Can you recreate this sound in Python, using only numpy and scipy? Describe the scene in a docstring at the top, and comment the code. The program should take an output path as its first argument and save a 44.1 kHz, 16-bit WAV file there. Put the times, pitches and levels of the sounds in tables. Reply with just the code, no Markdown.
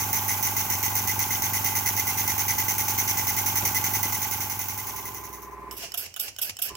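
"""A small brass oscillating engine runs on compressed air, a piston compressor humming beside it.
Each turn it puffs through a short exhaust bore, hisses at the port faces and knocks at the crank.
It speeds up; near 4 s come two low handling thuds, then it fades as a slower compressor throb swells.
From 5.7 s the engine turns slowly: tick, chuff, long blast, knock of air.
The throb drops out under these turns and is back at 6.7 s."""
import sys
import numpy as np
from scipy import signal
from scipy.fft import rfft, irfft
from scipy.io import wavfile

SR = 44100
rng = np.random.default_rng(int(sys.argv[2]) if len(sys.argv) > 2 else 0)


def put_to_file(sound):
    """Save the sound as 16-bit audio at rate SR, in the file named by the first command-line argument."""
    columns = np.atleast_2d(sound).T  # one column per channel
    safe = np.clip(columns, -1, 1)
    whole_steps = np.round(safe * 32767)
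    wavfile.write(sys.argv[1], SR, whole_steps.astype(np.int16))


N = 298116
TIME_S = np.arange(N) / SR
BINS_HZ = np.maximum(np.arange(N // 2 + 1) * SR / N, 1)

# Fast run. Each row: time in seconds, turns per second.
FAST_SPEED = [(0, 6.113), (1.04, 8.361), (1.94, 9.501), (3.27, 10.426), (5.5, 10.982)]
# Level curves. Each row: time in seconds, gain in dB.
EXHAUST_LEVEL = [(0, -13), (1.2, -12), (3.8, -11.5), (4.3, -15.5), (4.9, -21.5), (5.38, -30), (5.6, -47.5),
                 (5.75, -90)]
LEAK_LEVEL = [(0.0, -28), (3.75, -27), (4.21, -28), (5.03, -36), (5.45, -48.5), (5.54, -65), (5.8, -70)]
FREE_LEVEL = [(0, 0.5), (2, 0), (3.9, 0.5), (4.4, -2.5), (4.8, -6.5), (5.2, -11.5), (5.5, -26), (5.7, -65)]
LOADED_LEVEL = [(0, -70), (4.2, -30), (4.9, 0), (5.5, 2), (5.73, 4), (5.78, -2), (5.88, -8), (6.66, -54),
                (6.71, 4), (6.76, -2.5)]
LOADED_VALVE_LEVEL = [(5.738, -0.5), (5.755, -7), (6.5, -10), (6.6, 0)]
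# One fast turn. Each row: angle in turns, exhaust gain in dB, leak gain in dB.
PORT_CYCLE = [(0, -6.5, 4.5), (.02, -4, -1), (.3, -3.5, -0.5), (.42, -7, -5), (.56, -21, -0.5),
              (.8, -16, -3), (.97, -18.5, -4.5), (1, -4.5, -11)]
# The two clacks of a turn. Each row: gain in dB running up, gain in dB at full speed.
CLACK_LEVELS = [(-3, -4.5), (-9, -7)]
# Frame modes. Each row: frequency in Hz, gain in dB, T60 in seconds.
BRASS_MODES = [(1486, -4.5, 0.074), (3000, 2.5, 0.097), (3065, -6, 0.039), (5150, -4, 0.035),
               (5370, 10, 0.045), (7640, 12.5, 0.012), (12000, 9, 0.0061), (14600, -2, .005)]
# Slow run. Each row: start in seconds and level in dB for tick, chuff, blast and knock in turn.
SLOW_TURNS = [(5.9195, -28, 5.9395, -24.5, 5.972, -26.5, 6.058, -40),
              (6.141, -31, 6.162, -27.5, 6.194, -26, 6.279, -31),
              (6.3635, -31.5, 6.3845, -27.5, 6.414, -24, 6.493, -28.5),
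              (6.5682, -30, 6.5875, -27.5, 6.617, -24, 6.685, -31),
              (6.7525, -29, 6.769, -28.5, 6.7975, -24, 6.863, -33)]
# Single events. Each row: start in seconds, peak in dB, rise in seconds, decay in seconds.
FIRST_BLASTS = [(5.711, -38, .002, 0.042), (5.765, -38, 0.006, 0.043)]
FIRST_CHUFF = [(5.815, -35.5, 0.017, 0.013)]
FIRST_SEEP = [(5.76, -35.5, 0.088, 0.03)]
LOW_THUDS = [(3.625, -32.5, 0.009, 0.022), (4.052, -35, 0.0041, 0.013)]
# Resonances. Each row: frequency in Hz, width in Hz, gain in dB.
BORE_MODES = [(2071, 138, 2), (6150, 358, 3.3), (10450, 284, -3.5), (14500, 840, -0.5)]  # odd quarter waves
HOLLOW_MODES = [(690, 33, 4), (1500, 90, 3.5), (2880, 100, -7), (5400, 160, -13)]  # cylinder and pipe
FREE_VALVE_MODES = [(765.4, 28, -1.5), (839, 77, -2.5), (1015, 43, -5), (1127, 150, -13.5)]
LOADED_VALVE_MODES = [(850, 54, -11), (1022, 22, -3), (1127, 77, -12)]
# Noise spectra. 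Each row: frequency in Hz, relative density in dB.
SPIT_SPECTRUM = [(1500, -4.5), (6000, -41.5), (8800, -4), (11000, 10.5), (13500, -27), (15000, 27),
                 (16000, 9)]
LEAK_SPECTRUM = [(300, -9.5), (1250, -8.5), (1500, 8), (1750, -4), (2400, 5.5), (3600, -4.5), (5000, -2),
                 (6200, 7), (7500, 1), (8800, -10), (10500, 3.5), (12800, 4), (14700, 11), (15800, 4.5)]
CLACK_SPECTRUM = [(700, -16), (1500, -1), (3300, 15), (4800, -8), (7000, -12), (12000, -21)]
PASSAGE_SPECTRUM = [(200, -25), (450, -13), (750, -12), (1100, -22), (1400, -12), (1900, -26), (2750, -8),
                    (4200, -18), (5700, -3), (6650, -12), (8050, 2), (8800, -5), (9400, 0), (10000, -4),
                    (10500, -17), (11250, 10), (12400, 8), (13400, -3), (13900, 0), (14500, -6), (15350, 7),
                    (16000, -4)]
CYLINDER_SPECTRUM = [(2100, -24), (2750, 0.5), (3400, -0.5), (3950, -5), (4350, -24), (5000, 1), (6100, -1),
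                     (6700, -19), (9000, -35)]
CHUFF_SPECTRUM = [(240, -30), (450, -9), (1440, 1.5), (2100, -18), (2800, 10.5), (3550, 8.5), (4200, -7),
                  (4750, -10), (5500, 3), (7400, 3), (8600, -8), (10800, 5), (12500, 6), (13300, -6),
                  (13900, 4), (14500, -4), (15300, 8), (16000, -6)]
KNOCK_SPECTRUM = [(600, -13), (1900, -10), (2500, 0), (2900, 2), (3300, -7), (4000, -9), (5300, 0.5),
                  (6500, -3), (7700, -8), (8900, -22), (9850, -3), (10600, -13), (12300, -12), (13400, -22),
                  (15600, -18)]
TICK_SPECTRUM = [(800, -12), (3000, -3), (4500, -5), (5300, 10), (5950, -5), (7700, 4), (8700, -14),
                 (12000, -6), (16000, -7)]
SEEP_SPECTRUM = [(300, -12.5), (700, -8), (1200, -17.5), (2300, -8), (2850, -1), (3600, -17), (5400, -4),
                 (8800, -16.5), (12000, -23), (16000, -25)]
THRUM_SPECTRUM = [(30, -25), (60, -4), (100, 10), (150, -21), (250, -14), (700, -42), (2000, -37)]
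FREE_RUMBLE_SPECTRUM = [(25, -30), (45, -8), (75, -3), (100, 1), (120, -4), (240, -10.5), (310, -16),
                        (420, -24), (530, -19), (650, -14.5), (1300, -17.5), (3000, -24)]
LOADED_RUMBLE_SPECTRUM = [(25, -26), (58, -15), (100, -10), (380, -17.5), (520, -12), (750, -13),
                          (1350, -16), (2200, -13), (3200, -33.5)]
THUD_SPECTRUM = [(25, -14), (70, -1), (200, -5.5), (600, -9), (900, -11), (2000, -43)]
# Compressor piston stroke. Each row: multiple of the shaft rate, relative level in dB.
FREE_ORDERS = [(2, -12.5), (3, -21), (4, -19), (5, -9.5), (6, -26), (7, -6.5), (8, -11.5), (9, -2.5),
               (11, -3.5), (12, -8.5), (13, -7.5), (14, -22), (15, -5.5), (16, -10), (17, -11.5), (18, -9),
               (19, -21), (20, -14)]
LOADED_ORDERS = [(3, 1.5), (4, -18), (5, -27.5), (6, -26), (7, -10), (9, -10.5), (10, -12), (12, -12),
                 (13, -16), (14, -13), (15, -16), (16, -4.5), (17, -6), (19, -1.5), (20, -1), (21, -8.5),
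                 (22, -20)]
# Head and casing, sounding at the nearest shaft multiples. Each row: frequency in Hz, relative dB.
FREE_HEAD = [(792, -2), (815, -5.5), (839, -2.5), (862, 3), (885, 2.5), (1025, -4), (1048, -5), (1118, -3),
             (1142, -7)]
LOADED_HEAD = [(860, -8), (901, -6), (1004, -2), (1024, 7), (1044, -2), (1106, -9), (1126, -7), (1147, -8),
               (1188, -10)]
CASING_SPECTRUM = [(490, -12.5), (720, -7.5), (800, 2.5), (1050, -2), (1280, -9), (1480, -3.5), (1700, -10)]
# Air through the valve. Each row: angle in turns, relative level in dB.
FREE_FLOW = [(0, -1.5), (.08, -2.5), (.2, -9.5), (.35, 2.5), (.45, -10), (.6, 5), (.73, 0), (.82, 0.5),
             (1, -1)]
LOADED_FLOW = [(0, -14), (.07, -18), (.14, 2), (.21, -14), (.37, -3), (.47, -17), (.62, -1), (.72, -21),
               (1, -21)]
# Stereo width of fast run, slow run, far sounds. Each row: frequency in Hz, left-right correlation.
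FAST_LIKENESS = [(300, .8), (1200, .3), (2000, .35), (3300, -.55), (5500, .4), (9000, .55), (15000, .93)]
SLOW_LIKENESS = [(60, 0.75), (180, 0.84), (550, 0.61), (1650, -0.12), (4970, -0.14), (15000, 0.47)]
FAR_LIKENESS = [(60, .95), (300, .85), (1000, .3), (3000, 0)]
# Stereo balance. Each row: frequency in Hz, left minus right in dB.
FAST_BALANCE = [(60, 6), (130, -22), (290, -11), (640, -5.5), (1410, -1), (3100, 1), (6820, -1.0),
                (15000, -5.5)]
SLOW_BALANCE = [(60, -3), (240, 1), (950, -4), (3770, -0.5), (15000, -10)]
FAR_BALANCE = [(100, 0.5), (400, 1), (800, -6), (1300, 0)]

FAST_STEREO = FAST_LIKENESS, FAST_BALANCE
SLOW_STEREO = SLOW_LIKENESS, SLOW_BALANCE
FAR_STEREO = FAR_LIKENESS, FAR_BALANCE
SLOW_START_S, MAINS_HZ = 5.7112, 100


def fast_engine(start_turns=.193, bore_db=-10, spit_db=9, spit_rise_s=.001, spit_decay_s=.0049):
    """The crank opens the exhaust; oily air spits, sputters in the bore and leaks at the port faces."""
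    speed_hz, = along(FAST_SPEED, TIME_S)
    turns = start_turns + np.cumsum(speed_hz) / SR
    count = turns.astype(int)
    puff_scatter, spit_scatter = rng.standard_normal((count[-1] + 1, 2))[count].T
    exhaust_port, leak_port = from_db(along(PORT_CYCLE, turns % 1))
    exhaust_gain = gain_curve(EXHAUST_LEVEL) * from_db(.2 * puff_scatter) * exhaust_port
    bore = turbulence(resonances(BORE_MODES), FAST_STEREO) * flutter(hz=169, depth_db=2)
    exhaust = exhaust_gain * (from_db(bore_db) * bore + bore_whistle(speed_hz))
    age_s = turns % 1 / speed_hz
    spit_shape = np.minimum(age_s / spit_rise_s, 1) * np.exp(-age_s / spit_decay_s)
    spit = noise(SPIT_SPECTRUM, FAST_STEREO) * from_db(spit_db + 1.5 * spit_scatter) * spit_shape
    leak = noise(LEAK_SPECTRUM, FAST_STEREO) * leak_port * flutter(hz=140, depth_db=.8)
    hiss = gain_curve(LEAK_LEVEL) * (spit + leak)
    return room(exhaust + hiss + crank_play(turns, speed_hz), wet_db=-7.5)


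def bore_whistle(speed_hz, hz=2030, best_speed_hz=9, best_db=-18.5, fall_db_per_hz=3.5, lead_rad=1.1):
    """The lowest bore mode is nearly blown into a wavering tone, strongest at one engine speed."""
    pitch_hz = hz * (1 + .01 * np.log(flutter(hz=40, depth_db=8.7)))
    phase = 2 * np.pi * np.cumsum(pitch_hz - pitch_hz.mean() + hz) / SR + np.array([[lead_rad], [0]])
    tone = np.sqrt(2) * np.sin(phase) * flutter(hz=24.8, depth_db=5.5)
    level_db = best_db - fall_db_per_hz * np.abs(speed_hz - best_speed_hz)
    return from_db(level_db) * panned(tone, left_db=-4.5)


def crank_play(turns, speed_hz, at_turns=(.417, .712), decay_s=.0026, ring_db=-21.5):
    """The pivots take up their play twice a turn: a dry clack and a trace of brass ring."""
    run_db, = along(LEAK_LEVEL, TIME_S)
    envelope, knocks_s, knocks_db = 0, [], []
    for angle, levels_db in zip(at_turns, CLACK_LEVELS):
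        clack_db = run_db + np.interp(speed_hz, [9.3, 10.2], levels_db)
        age_s = (turns - angle) % 1 / speed_hz
        envelope += from_db(clack_db) * np.exp(-age_s / decay_s)
        times_s = np.interp(np.arange(int(turns[-1])) + angle, turns, TIME_S)
        knocks_s = np.r_[knocks_s, times_s]
        knocks_db = np.r_[knocks_db, np.interp(times_s, TIME_S, clack_db)]
    return envelope * noise(CLACK_SPECTRUM, FAST_STEREO) + brass_ring(knocks_s, knocks_db + ring_db)


def brass_ring(times_s, levels_db, scatter_db=3):
    """Each knock rings every frame mode with a strength of its own."""
    ring = 0
    for hz, db, t60_s in BRASS_MODES:
        radius, step_rad = from_db(-60 / (t60_s * SR)), 2 * np.pi * hz / SR
        blows = clicks(times_s, from_db(levels_db + db + scatter_db * rng.standard_normal(len(times_s))))
        feedback = [1, -2 * radius * np.cos(step_rad), radius ** 2]
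        ring += signal.lfilter([0, np.sin(step_rad)], feedback, blows + 1e-18)
    return ring


def slow_engine(hollow_db=7.5):
    """Each turn: a crank tick, a hollow chuff as the ports cross, a blast, a closing knock of air."""
    columns = np.transpose(SLOW_TURNS)
    ticks_s, ticks_db, chuffs_s, chuffs_db, blasts_s, blasts_db, knocks_s, knocks_db = columns
    chuff_flow = releases(FIRST_CHUFF) + strokes(chuffs_s, chuffs_db, rise_s=.003, decay_s=.008)
    chuffs = noise(CHUFF_SPECTRUM, SLOW_STEREO) * chuff_flow
    knock_flow = strokes(knocks_s, knocks_db, rise_s=.0036, decay_s=.0088)
    knocks = noise(KNOCK_SPECTRUM, SLOW_STEREO) * knock_flow
    puffs = (chuffs + knocks) * flutter(hz=300, depth_db=2.5)
    hollow = irfft(rfft(turbulence(1, SLOW_STEREO) * chuff_flow) * resonances(HOLLOW_MODES), N)
    ticks = crank_ticks(np.r_[SLOW_START_S, ticks_s], np.r_[-30, ticks_db])
    blasts = exhaust_blasts(blasts_s, blasts_db, knocks_s)
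    direct = blasts + puffs + from_db(hollow_db) * hollow + ticks + cylinder_ring(blasts_s)
    wet = room(direct, wet_db=-16)
    return wet + (TIME_S > SLOW_START_S) * (thrum(blasts_s) + seep(chuffs_s, knocks_s))


def exhaust_blasts(starts_s, levels_db, knocks_s, shut_lag_s=.0079, choke_s=.005, sag_per_s=2.3):
    """Air bursts out until the port shuts; cylinder resonances slide down as the piston travels."""
    age_s = since(starts_s)
    open_s = np.interp(TIME_S - age_s, starts_s, knocks_s - starts_s) + shut_lag_s
    overshoot = 1 + .64 * np.exp(-age_s / .016)
    choke = np.exp(-np.maximum(age_s - open_s, 0) / choke_s)
    flow = strokes(starts_s, levels_db, rise_s=.005, decay_s=.04) * overshoot * choke
    flow += releases(FIRST_BLASTS)
    slowed_s = np.cumsum(1 - sag_per_s * np.minimum(age_s, open_s)) / SR
    cylinder = [np.interp(slowed_s, TIME_S, ear) for ear in noise(CYLINDER_SPECTRUM, SLOW_STEREO)]
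    passages = noise(PASSAGE_SPECTRUM, SLOW_STEREO)
    return (passages + from_db(-9.5) * np.array(cylinder)) * flow * flutter(hz=180, depth_db=2)


def crank_ticks(times_s, levels_db, crack_db=-2.5, ring_db=-22):
    """The slow crank takes up its play: a dry crack and a little brass ring."""
    envelope = strokes(times_s, levels_db + crack_db, rise_s=.0005, decay_s=.0025)
    crack = noise(TICK_SPECTRUM, SLOW_STEREO) * envelope
    return crack + panned(brass_ring(times_s, levels_db + ring_db), left_db=-11)


def cylinder_ring(starts_s, start_hz=1300, climb_per_s=4.2, width_hz=220, decay_s=.13, gain_db=-46.5):
    """The piston closes in behind each blast; the shrinking air space rings ever higher."""
    age_s = since(starts_s)
    lowpass = signal.butter(2, width_hz / 2, fs=SR, output="sos")
    eddies = signal.sosfilt(lowpass, rng.standard_normal((2, N)))
    carrier = np.sin(2 * np.pi * np.cumsum(start_hz * (1 + climb_per_s * age_s)) / SR)
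    envelope = np.interp(age_s, [0, .045, .065, .09], [0, 1, 1, 0]) * np.exp(-age_s / decay_s)
    return from_db(gain_db) * rms_one(eddies * carrier) * envelope


def cylinder_hoot(at_s=5.842, hz=690, sigma_s=.0065, level_db=-41.5):
    """The cylinder air hoots briefly on the first slow stroke."""
    tone = np.sin(2 * np.pi * hz * TIME_S) * flutter(hz=80, depth_db=2.5)
    return from_db(level_db) * swell(at_s, sigma_s) * tone


def seep(chuffs_s, knocks_s, rest_db=-56.5, stroke_db=-40.5, decay_s=.028):
    """Air seeps steadily, and harder from chuff to knock while the piston is driven."""
    flow = from_db(rest_db) + releases(FIRST_SEEP)
    flow += releases([(s, stroke_db, end_s - s, decay_s) for s, end_s in zip(chuffs_s, knocks_s)])
    return flow * noise(SEEP_SPECTRUM, SLOW_STEREO)


def thrum(blasts_s, rest_db=-63, swell_db=-57.5, lag_s=.12, sigma_s=.026):
    """A low thrum swells behind each blast."""
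    swells = sum(swell(s + lag_s, sigma_s) for s in blasts_s)
    return (from_db(rest_db) + from_db(swell_db) * swells) * noise(THRUM_SPECTRUM, FAR_STEREO)


def free_compressor(shaft_hz=23.3):
    """Mains hum throbbing with the shaft, piston thumps, valve clatter, casing rattle, motor rumble."""
    turns = TIME_S * shaft_hz - .54
    throb = 1 + .34 * np.cos(2 * np.pi * turns)
    hum = np.sqrt(2) * np.sin(2 * np.pi * MAINS_HZ * TIME_S) * throb * flutter(hz=5, depth_db=-.26)
    thumps = shaft_pulse(turns, FREE_ORDERS, smear_rad=.25) * flutter(hz=15, depth_db=.8)
    clatter = valve(shaft_hz, FREE_HEAD, FREE_VALVE_MODES, FREE_FLOW,
                    slap_turns=.22, rush_db=-1.5, sway_turns=.005)
    rattle = np.array([casing_rattle(turns, shaft_hz) for ear in range(2)])
    rumble = noise(FREE_RUMBLE_SPECTRUM, FAR_STEREO)
    mix = (from_db(-40) * (panned(hum, left_db=2) + clatter) + from_db(-45) * thumps
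           + from_db(-41.5) * panned(rattle, left_db=-2.5) + from_db(-43) * rumble)
    return gain_curve(FREE_LEVEL) * mix


def loaded_compressor(shaft_hz=20.48):
    """Against pressure the shaft is slower and the valve rings higher."""
    thumps = shaft_pulse(TIME_S * shaft_hz - .59, LOADED_ORDERS, smear_rad=.7)
    clatter = valve(shaft_hz, LOADED_HEAD, LOADED_VALVE_MODES, LOADED_FLOW,
                    slap_turns=.3, rush_db=-3.5, sway_turns=0) * gain_curve(LOADED_VALVE_LEVEL)
    rumble = noise(LOADED_RUMBLE_SPECTRUM, FAR_STEREO)
    mix = (from_db(-51) * panned(thumps, left_db=-7.5) + from_db(-46.5) * panned(clatter, left_db=4)
           + from_db(-52.5) * rumble)
    return gain_curve(LOADED_LEVEL) * mix


def valve(shaft_hz, head, modes, flow, slap_turns, rush_db, sway_turns):
    """The reed slaps once a turn and rings the head; air rushes through the resonances."""
    turns = TIME_S * shaft_hz
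    beat = np.sin(2 * np.pi * (MAINS_HZ % shaft_hz) * TIME_S)  # mains ripple against the shaft
    orders = [(hz / shaft_hz, db) for hz, db in head]
    slap = shaft_pulse(turns - slap_turns + sway_turns * beat, orders, smear_rad=.35)
    tilt = from_db(per_bin([(300, -14), (750, -10.5), (1200, -3), (1600, -25)]))
    rush = turbulence(resonances(modes) * tilt, FAR_STEREO) * gain_curve(flow, turns % 1)
    return panned(slap, left_db=-5) + from_db(rush_db) * rms_one(rush)


def casing_rattle(turns, shaft_hz):
    """The same small knocks recur every turn: a buzz on multiples of the shaft rate."""
    multiples = np.arange(int(CASING_SPECTRUM[0][0] / shaft_hz), int(CASING_SPECTRUM[-1][0] / shaft_hz))
    levels_db, = along(CASING_SPECTRUM, multiples * shaft_hz)
    return shaft_pulse(turns, zip(multiples, levels_db), smear_rad=np.pi)


def shaft_pulse(turns, orders, smear_rad):
    """One pulse a turn, built of shaft harmonics; reflections smear their phases."""
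    cycle = np.linspace(0, 1, 2048)
    pulse = sum(from_db(db) * np.cos(2 * np.pi * round(order) * cycle + smear_rad * rng.standard_normal())
                for order, db in orders)
    return rms_one(np.interp(turns % 1, cycle, pulse))


def low_thuds():
    """Two dull, low handling thuds."""
    return noise(THUD_SPECTRUM, FAR_STEREO) * releases(LOW_THUDS)


def room(x, wet_db, t60_s=.1, gap_s=.002):
    """Direct sound plus a short diffuse tail, different at each ear."""
    age_s = TIME_S[:SR // 3]
    tail = rng.standard_normal((2, len(age_s))) * from_db(-60 * age_s / t60_s) * (age_s > gap_s)
    tail /= np.sqrt(np.sum(tail ** 2, axis=1, keepdims=True))
    return x + from_db(wet_db) * signal.fftconvolve(x, tail, axes=1)[:, :N]


def turbulence(response, stereo):
    """Stereo noise through a frequency response; rms 1."""
    likeness, balance = stereo
    mid, side = rfft(rng.standard_normal((2, N)))
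    correlation, signs = np.clip(per_bin(likeness), -1, 1), np.array([[1], [-1]])
    pair = np.sqrt(1 + correlation) * mid + np.sqrt(1 - correlation) * side * signs
    return rms_one(irfft(pair * response * from_db(signs * per_bin(balance) / 2), N))


def noise(spectrum, stereo):
    """Turbulence coloured by a spectrum table."""
    return turbulence(from_db(per_bin(spectrum)), stereo)


def resonances(modes):
    """Response of parallel resonators at every bin."""
    return sum((-1) ** k * from_db(db) / (1 + 1j * (BINS_HZ ** 2 - hz ** 2) / (BINS_HZ * width_hz))
               for k, (hz, width_hz, db) in enumerate(modes))


def flutter(hz, depth_db):
    """Random gain wandering about hz times a second; rms 1."""
    pole = np.exp(-2 * np.pi * hz / SR)
    drift = signal.lfilter([1], [1, -2 * pole, pole * pole], rng.standard_normal(N + SR))[SR:]
    return rms_one(from_db(depth_db * rms_one(drift)))


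def releases(rows):
    """Summed envelopes: linear rise, exponential decay."""
    return sum(from_db(db) * np.clip((TIME_S - s) / rise_s, 0, 1)
               * np.exp(-np.maximum(TIME_S - s - rise_s, 0) / decay_s) for s, db, rise_s, decay_s in rows)


def strokes(times_s, levels_db, rise_s, decay_s):
    """One release shape, repeated."""
    return releases([(s, db, rise_s, decay_s) for s, db in zip(times_s, levels_db)])


def swell(at_s, sigma_s):
    """Gaussian envelope."""
    return np.exp(-.5 * ((TIME_S - at_s) / sigma_s) ** 2)


def clicks(times_s, heights):
    """Single-sample blows."""
    at = np.round(times_s * SR).astype(int)
    inside = (at >= 0) & (at < N)
    return np.bincount(at[inside], heights[inside], N)


def since(starts_s):
    """Seconds since the latest start; zero before the first."""
    latest = np.maximum(np.searchsorted(starts_s, TIME_S) - 1, 0)
    return np.maximum(TIME_S - starts_s[latest], 0)


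def along(rows, where):
    """Table columns, interpolated along the first."""
    first, *columns = np.transpose(rows)
    return [np.interp(where, first, column) for column in columns]


def gain_curve(rows, where=TIME_S):
    """A dB table as gain."""
    return from_db(along(rows, where)[0])


def per_bin(rows):
    """A table over log frequency, read at every bin."""
    hz, value = np.transpose(rows)
    return np.interp(np.log(BINS_HZ), np.log(hz), value)


def panned(x, left_db):
    """Pan by left minus right level."""
    return x * from_db(np.array([[left_db], [-left_db]]) / 2)


def from_db(db):
    """Decibels to gain."""
    return 10 ** (np.asarray(db) / 20)


def rms_one(x):
    """Scale to rms 1."""
    return x / np.sqrt(np.mean(x ** 2) + 1e-20)


def scene():
    """Engine and compressor, with two low thuds."""
    return (low_thuds() + fast_engine() + free_compressor() + loaded_compressor()
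            + slow_engine() + cylinder_hoot())


def record(dry, low_hz=32, high_hz=15800):
    """Shed the deepest bass; cut the top steeply."""
    thin = signal.sosfilt(signal.butter(2, low_hz, "high", fs=SR, output="sos"), dry)
    return signal.sosfilt(signal.ellip(10, .2, 80, high_hz, fs=SR, output="sos"), thin)


dry = scene()
out = record(dry)
put_to_file(out)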